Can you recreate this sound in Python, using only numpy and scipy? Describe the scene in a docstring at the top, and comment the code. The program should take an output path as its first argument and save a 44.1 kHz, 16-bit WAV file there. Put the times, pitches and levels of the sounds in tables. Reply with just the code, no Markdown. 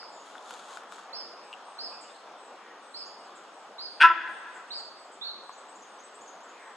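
"""Open bushland: at first dry grass swishes close by and twigs tick, over a steady breeze in the leaves.
A bird spread wide across the channels repeats an arched whistle; small birds call high up: gliding near-sines.
At 4 s a deer barks once: fold pulses and air noise ring its throat, then break into a clear honk.
Stands of trees throw the bark back as echoes and scatter; afterwards quick chips crowd in and a twig snaps."""
import sys
import numpy as np
from scipy import signal
from scipy.fft import rfft, irfft
from scipy.io import wavfile
from scipy.ndimage import uniform_filter1d, minimum_filter1d

SR = 44100
rng = np.random.default_rng(int(sys.argv[2]) if len(sys.argv) > 2 else 0)


def digitize_waveform(pressure):
    """Quantize a signal to 16-bit integers and store it at the path in sys.argv[1].

    Rows of a 2-D input are taken as channels; values are limited to [-1, 1].
    """
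    field = np.atleast_2d(pressure).T
    bounded = np.clip(field, -1, 1)
    quanta = np.round(bounded * 32767).astype(np.int16)
    wavfile.write(sys.argv[1], SR, quanta)


N = 298116
TIME = np.arange(N) / SR


def amp(db):
    """Level law: decibels to amplitude gain."""
    return 10 ** (np.asarray(db) / 20)


def evened(x):
    """Power normalization: scales to rms 1."""
    return x / np.sqrt(np.mean(x ** 2) + 1e-20)


def read(points, hz):
    """Interpolation on a logarithmic frequency axis."""
    f, value = np.transpose(points)
    return np.interp(np.log(hz + 1), np.log(f + 1), value)


def add(mix, s, sound):
    """Superposition: adds a sound to the mix at second s."""
    start = round(s * SR)
    sound = sound[max(-start, 0):]
    part = mix[max(start, 0):][:len(sound)]
    part += sound[:len(part)]


def colour(x, points):
    """Linear filtering: multiplies the spectrum by a table of hz, gain_db."""
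    hz = np.fft.rfftfreq(x.shape[-1], 1 / SR)
    return irfft(rfft(x) * amp(read(points, hz)), x.shape[-1])


def resonate(x, hz, width):
    """A resonance as a frequency-shifted one-pole filter; its centre may move."""
    turn = np.exp(2j * np.pi * np.cumsum(hz * np.ones(len(x))) / SR)
    r = np.exp(-np.pi * width / SR)
    baseband = signal.lfilter([1 - r], [1, -r], x / turn + 1e-18)
    return 2 * (turn * baseband).real


def wander(t, per_s):
    """Random modulation of about unit size: straight lines between per_s normal draws a second."""
    return np.interp((t - t[0]) * per_s, np.arange(512), rng.standard_normal(512))


def stereo(mid, side, left_db):
    """Sum and difference: left and right from a common and a differing part."""
    return np.array([(mid + side) * amp(left_db / 2), (mid - side) * amp(-left_db / 2)])


def scatter(x, t60_scale, build_s):
    """Diffuse scattering off trunks and leaves: sparse taps in two channels, each band decaying at its own rate."""
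    # decay of the bush before scaling: hz, t60_s
    bush_t60 = [(200, 0.36), (1300, 0.92), (2700, 0.71), (4500, 0.8), (9000, 0.58)]
    taps = rng.choice([-1., 1.], (2, SR)) * (rng.random((2, SR)) < 3000 / SR)
    hz, t, z = signal.stft(taps, SR, nperseg=256)
    decay = amp(-60 * t / (t60_scale * read(bush_t60, hz)[:, None]))
    build_up = 1 - np.exp(-t / build_s)
    tail = signal.istft(z * decay * build_up, SR, nperseg=256)[1]
    return signal.fftconvolve(x[None], tail / np.linalg.norm(tail[0]), axes=1)[:, :len(x)]


def drifted(x, sway_s):
    """Phase modulation: moving air and leaves keep changing the path length, which blurs clear tones."""
    return np.interp(TIME + sway_s * wander(TIME, 60), TIME, x)


def deer():
    """Direct and scattered sound: the bark from near the middle, with near scatter, echoes and a faint tail."""
    # colour of the tail: hz, gain_db
    tail_colour = [(300, -4.5), (800, -4), (1000, -4), (1350, -4.5), (1900, 4.5), (2700, -2), (3500, 3),
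                   (5000, -3), (9000, -12.5)]
    voice = bark()
    near = amp(-14.5) * scatter(voice, t60_scale=0.25, build_s=0.0081)
    far = amp(-18.0) * scatter(colour(voice, tail_colour), t60_scale=1.9, build_s=0.022)
    mid = voice + near[0] + drifted(echoes(voice), sway_s=.00005) + drifted(far[0], sway_s=0.00024)
    return stereo(mid, amp(-4) * (near[1] + far[1]), left_db=1.5)


def bark(puff_cycles=1.0, jitter=0.011, first_pulse=.06, honk_rough=0.086):
    """Source and filter: slaps of the vocal folds with puffs of air ring the throat, then clear to a tone."""
    # throat resonances before the mouth opening shifts them: hz, width_hz, relative_level_db
    throat_modes = [(312, 82, -52.5), (927, 61, -33), (1550, 154, -16), (1820, 250, -22.5),
                    (2614, 350, -19.5), (3270, 170, -30), (4700, 350, -37.5), (8460, 1100, -46)]
    # partials of the honk: multiple_of_pitch, relative_level_db
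    honk_partials = [(2, -41.5), (3, -52.5), (4, -43), (6, -13.5), (8, -9), (9, -28), (10, -17), (11, -33),
                     (12, -38), (15, -28), (16, -34)]

    # one push of air
    attack_s, hold_s, release_s = 0.022, 0.031, .026
    t = np.arange(0, attack_s + hold_s + release_s, 1 / SR)
    released = np.maximum(t - attack_s - hold_s, 0) / release_s
    effort = np.minimum(t / attack_s, 1) * amp(0.5 - 15.5 * released)

    # partway through, the rasp breaks into the honk: 0 in the rasp, 1 in the honk
    break_after_s, break_s = .036, 0.0029
    clear = 1 / (1 + np.exp((break_after_s - t) / break_s))

    # the pitch climbs as the folds tighten, then holds; jitter fades as the tone clears
    slack_hz, tight_hz, tighten_s = 137.9, 167.26, .033
    hz = np.interp(t, [0, tighten_s], [slack_hz, tight_hz])
    turns = first_pulse + np.cumsum(hz * (1 + jitter * (1 - clear) * wander(t, 200))) / SR
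    slaps = np.diff(np.floor(turns), prepend=0)
    puffs = (.2 + np.exp(-(turns % 1) / puff_cycles)) * rng.standard_normal(len(t))
    rasp_air, honk_air = .4, .7  # weight of the air noise
    airy = rasp_air + (honk_air - rasp_air) * clear
    drive = (1 - airy) * evened(slaps) + airy * evened(puffs)

    mouth = 0.96 + 1.36 * t  # the opening mouth raises the resonances
    bright_db = 1.5 * (1 - 2 * clear)  # the treble sinks as the tone clears
    rasp = np.zeros(len(t))
    for f, width, db in throat_modes:
        ringing = resonate(resonate(drive, f * mouth, width), f * mouth, 2 * width)
        rasp += amp(db + bright_db * (f > 2000)) * evened(ringing)

    honk = np.zeros(len(t))
    for k, db in honk_partials:
        partial = np.sqrt(2) * np.sin(2 * np.pi * (round(k) * turns + rng.random()))
        honk += amp(db) * partial * (1 + honk_rough * wander(t, 260))

    rasp_left_db, honk_db, honk_early_db = -6.5, -2.5, -23  # the early share already sounds in the rasp
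    rasp_part = amp(rasp_left_db * clear) * rasp
    honk_part = amp(honk_db) * np.maximum(clear, amp(honk_early_db)) * honk
    out = np.zeros(N)
    add(out, 3.999, effort * (rasp_part + honk_part) * signal.windows.tukey(len(t), .04))
    # distance dulls the bark above this corner in Hz
    return signal.sosfilt(signal.butter(2, 10500, fs=SR, output="sos"), out)


def echoes(x, smear=1.0):
    """Delayed reflection: each stand of trees returns a firm echo and a smear from the trunks around it."""
    # stands of trees: delay_s, relative_level_db, spread_s
    stands = [(0.063, -13.5, 0.011), (.125, -25, .02), (0.191, -26.5, .02), (0.256, -28, .02),
              (.43, -38, .04), (0.548, -35.5, .06)]
    # colour of the echoes: hz, gain_db
    echo_colour = [(100, -12), (330, 10), (1000, 2), (1400, -6), (2000, 4.5), (2700, -10), (5000, -5.5),
                   (9000, -22)]
    t, response = np.arange(SR // 4) / SR, np.zeros(SR)
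    for delay, db, spread in stands:
        trunks = rng.standard_normal(len(t)) * np.exp(-t / spread)
        add(response, delay - spread / 2, amp(db) * smear * trunks / np.linalg.norm(trunks))
        add(response, delay, amp([db]))
    return colour(signal.fftconvolve(x, response)[:N], echo_colour)


def whistler():
    """Opposed phase: a bird whose direct sound is nearly opposed in the two channels, spread wide."""
    # whistles before mixing: start_s, top_pitch_hz, relative_level_db
    whistles = [(-.11, 5260, -47.5), (1.126, 5330, -45), (1.782, 5220, -43.5), (2.938, 5150, -46),
                (3.78, 4970, -44.5), (4.702, 4878, -43), (5.21, 4425, -42)]
    # each whistle is softer at the top of its arch
    song = notes(whistles, length_s=.094, peak=.56, bend=.27, taper=0.18,
                 waver=0.0086, waver_per_s=250, top_db=-4.0)
    wet = bush(song, near_db=-1.0, far_db=4.0, t60_scale=0.89)
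    mid = amp(-2.5) * (amp(-5.5) * song + wet[0])
    side = amp(1.5) * (wet[1] - amp(5) * song)
    return stereo(mid, side, left_db=-2.0)[:, SR:]


def notes(rows, length_s, peak, bend, taper, waver, waver_per_s, top_db=0):
    """Frequency modulation: near-sine notes on a pitch arch that tops at the share peak of the length."""
    out = np.zeros(N + SR)  # the track starts one second early
    t = np.arange(0, length_s, 1 / SR)
    below_top = ((t / length_s - peak) / max(peak, 1 - peak)) ** 2
    swell = signal.windows.tukey(len(t), taper) * amp(top_db * (1 - below_top) ** 2)
    for s, top_hz, db in rows:
        hz = top_hz * (1 - bend * below_top) * (1 + waver * wander(t, waver_per_s))
        add(out, s + 1, amp(db) * swell * np.sin(2 * np.pi * np.cumsum(hz) / SR))
    return out


def bush(song, near_db, far_db, t60_scale):
    """Multiple scattering: short scatter from twigs around the bird plus longer scatter from the whole bush."""
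    near = amp(near_db) * scatter(song, t60_scale=0.22, build_s=.004)
    return near + amp(far_db) * scatter(song, t60_scale=t60_scale, build_s=0.0018)


def small_birds():
    """Glide and flutter of pitch set apart chips, thin calls, scolds, low notes and hoarse calls in the bush."""
    # all before mixing: start_s, top_pitch_hz (before flutter), relative_level_db
    # quick rising chips
    chip_rows = [(3.052, 7080, -54.5), (5.52, 7000, -54), (5.568, 8210, -54), (5.68, 8350, -53),
                 (5.748, 7480, -52.5), (5.814, 6870, -53), (5.985, 6730, -53), (6.032, 8260, -52),
                 (6.138, 8300, -52.5), (6.205, 7200, -52), (6.27, 6850, -48.5), (6.425, 7830, -58),
                 (6.482, 7200, -56)]
    # thin, sagging calls at set times
    thin_rows = [(.11, 7170, -53), (1.64, 8600, -57), (2.37, 8150, -57.5), (2.9, 8600, -59.5),
                 (3.87, 9100, -65), (4.29, 8760, -59.5), (4.66, 8300, -59), (6.6, 8200, -58.5)]
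    # short scolding buzzes
    scold_rows = [(2.007, 7970, -45), (3.35, 7770, -50), (4.54, 8200, -50), (4.77, 7880, -50),
                  (5.115, 8060, -50.5)]
    # soft low notes of a farther bird
    low_rows = [(1.91, 2650, -47.5), (2.03, 2950, -50), (2.08, 3620, -53), (2.135, 4380, -51)]
    # hoarse calls of a distant bird
    hoarse_rows = [(2.6, 1880, -50), (6.49, 2460, -54), (6.58, 1827, -48.5)]

    chips = notes(chip_rows, length_s=0.029, peak=0.96, bend=.18, taper=0.65, waver=0.022, waver_per_s=694)
    thin = notes([*thin_rows, *flock()], length_s=.13, peak=0, bend=0.097, taper=.3,
                 waver=.035, waver_per_s=1100)
    scolds = notes(scold_rows, length_s=0.033, peak=0, bend=0.15, taper=.3, waver=.07, waver_per_s=1100)
    low = notes(low_rows, length_s=0.0383, peak=0.84, bend=.18, taper=0.76, waver=0.036, waver_per_s=484)
    hoarse = notes(hoarse_rows, length_s=.15, peak=0, bend=0.097, taper=0.25, waver=.16, waver_per_s=1100)
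    calls = thin + scolds + low + hoarse
    wet = bush(chips + amp(-5.5) * calls, near_db=-8.0, far_db=-2, t60_scale=0.97)
    mid = amp(-2.0) * chips + amp(-8.5) * calls + wet[0]
    return stereo(mid, amp(-14) * wet[1], left_db=0.5)[:, SR:]


def flock():
    """Random timing: more thin calls at random times, as rows of start_s, top_pitch_hz, relative_level_db."""
    calls_per_s, centre_hz, spread_hz, centre_db, spread_db = 2.2, 8300, 300, -60.5, 2
    rows = []
    for k, (when, pitch, level) in enumerate(rng.uniform(-1, 1, (40, 3))):
        start_s = (k + when / 2) / calls_per_s
        rows.append((start_s, centre_hz + spread_hz * pitch, centre_db + spread_db * level))
    return rows


def grass(grain_db=1.5, grains_per_s=5000):
    """Friction as a grain process: dry stalks brush past each other in a dense crackle of uneven grains."""
    # spectrum of the crackle: hz, relative_db_per_hz
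    grass_colour = [(100, -39), (700, -16.5), (1300, 8), (2100, -17), (3400, 0.5), (5000, -9.5),
                    (6100, -9.5), (6600, -3), (9500, -14), (12000, -23.5), (15000, -17.5)]
    # swishes before mixing: height_s (time of the maximum), relative_level_db, rise_s, fall_s
    swish_rows = [(.28, -57.5, .07, 0.13), (.53, -51, 0.1, 0.14), (.74, -51, 0.094, 0.061),
                  (.935, -53.5, 0.033, 0.1)]
    sizes = amp(grain_db * np.minimum(rng.exponential(1, (2, N)), 5)) * rng.standard_normal((2, N))
    struck = rng.random((2, N)) < grains_per_s / SR
    mid, side = evened(colour(sizes * struck, grass_colour))
    power = amp(-68.5) ** 2  # the grass never quite stops stirring
    for s, db, rise, fall in swish_rows:
        swish = amp(db) * np.exp(-((TIME - s) / np.where(TIME < s, rise, fall)) ** 2)
        power = power + swish ** 2
    return np.sqrt(power) * stereo(mid, amp(-9) * side, left_db=2.0)


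def twigs(snap_s=0.0012, ring_swell_s=0.00048):
    """Impulse and damped mode: each twig or stalk gives a sharp noise snap and a very short woody ring."""
    # twigs before mixing: start_s, ring_peak_db, ring_hz, snap_db (re the ring)
    twig_rows = [(.03, -35.5, 1412, -16), (.354, -35, 1450, -22), (.381, -42, 3420, -7),
                 (.508, -33, 1410, -4), (.539, -43, 6960, -1), (.7625, -48, 7200, -6),
                 (.772, -30.5, 1440, -8.5), (.8346, -38.5, 1120, -8), (.923, -34, 1250, -8),
                 (.983, -35.5, 1280, -25), (1.529, -33, 2790, -12), (1.537, -33, 2820, -21),
                 (5.494, -30.5, 1074, -22)]
    # spectrum of the snap: hz, relative_db_per_hz
    snap_colour = [(100, -45), (700, -12), (1300, -3), (3400, 7.5), (7000, -5), (14000, -9)]
    ring_t60_s = .0095
    t, out = np.arange(2048) / SR, np.zeros(N)
    for s, db, hz, snap_db in twig_rows:
        ring = np.sin(2 * np.pi * hz * t) * amp(-60 * t / ring_t60_s) * (1 - np.exp(-t / ring_swell_s))
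        snap = evened(colour(rng.standard_normal(len(t)), snap_colour)) * np.exp(-t / snap_s)
        add(out, s, amp(db) * (ring / abs(ring).max() + amp(snap_db) * snap))
    wet = amp(-12.5) * scatter(out, t60_scale=0.2, build_s=0.0013)
    return stereo(out + wet[0], amp(-4) * wet[1], left_db=3.0)


def breeze():
    """Partly coherent noise: a steady wash of far foliage that swells a little."""
    # spectrum common to both channels: hz, relative_db_per_hz
    common_spectrum = [(35, -83), (60, -77), (207, -11.5), (277, -10.5), (508, -2.5), (594, -2), (761, 0.5),
                       (1250, -2), (2140, -16), (3510, -17.5), (4290, -23.5), (5500, -26.5), (6580, -26.5),
                       (7880, -33), (12900, -42.5), (16800, -85), (22000, -120)]
    # spectrum of the difference between them: hz, relative_db_per_hz
    side_spectrum = [(35, -78.5), (60, -38.5), (265, -9.5), (543, -4.5), (636, -4), (996, 0.5),
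                     (1330, -2.5), (1670, -5), (4390, -9), (6020, -9), (6580, -33), (8240, -39),
                     (9430, -42), (11000, -29.5), (12900, -39), (16800, -70), (22000, -120)]
    mid = leaf_noise(common_spectrum, patchy_db=1.54)
    side = amp(-11.5) * leaf_noise(side_spectrum, patchy_db=-0.1)
    level_db = -49.5 + 0.46 * wander(TIME, per_s=2.2)
    return amp(level_db) * stereo(mid, side, left_db=1.1)


def leaf_noise(spectrum, patchy_db):
    """Spectral shaping of random noise, its level drifting in small patches of time and frequency."""
    hz = np.fft.rfftfreq(1024, 1 / SR)
    a, b, patches = rng.standard_normal((3, N // 256 + 5, len(hz)))
    patches = evened(uniform_filter1d(uniform_filter1d(patches, 14, 0), 12, 1))
    z = (a + 1j * b) * amp(read(spectrum, hz) + patchy_db * patches)
    return evened(signal.istft(z.T, nperseg=1024, noverlap=768)[1][:N])


def scene():
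    """Superposition of everything heard in the bush."""
    return deer() + whistler() + small_birds() + breeze() + grass() + twigs()


def record(dry):
    """Band limiting and gain control: a low cut against wind, a soft top, a peak limiter and a high cut."""
    # treble response of the microphone: hz, gain_db
    mic_top = [(9000, 0.5), (11000, -2.5), (12500, -9), (14000, -13.5)]
    wind_cut_hz, edge_hz, ceiling = 160, 14000, .93
    wind_cut = signal.butter(3, wind_cut_hz, "high", fs=SR, output="sos")
    x = colour(signal.sosfilt(wind_cut, dry), mic_top)
    allowed = ceiling / np.maximum(abs(x).max(0), ceiling)
    x = x * uniform_filter1d(minimum_filter1d(allowed, size=400), size=400)
    high_cut = signal.firwin(255, edge_hz, window=("kaiser", 8), fs=SR)
    return signal.oaconvolve(x, high_cut[None], "same")


dry = scene()
out = record(dry)
digitize_waveform(out)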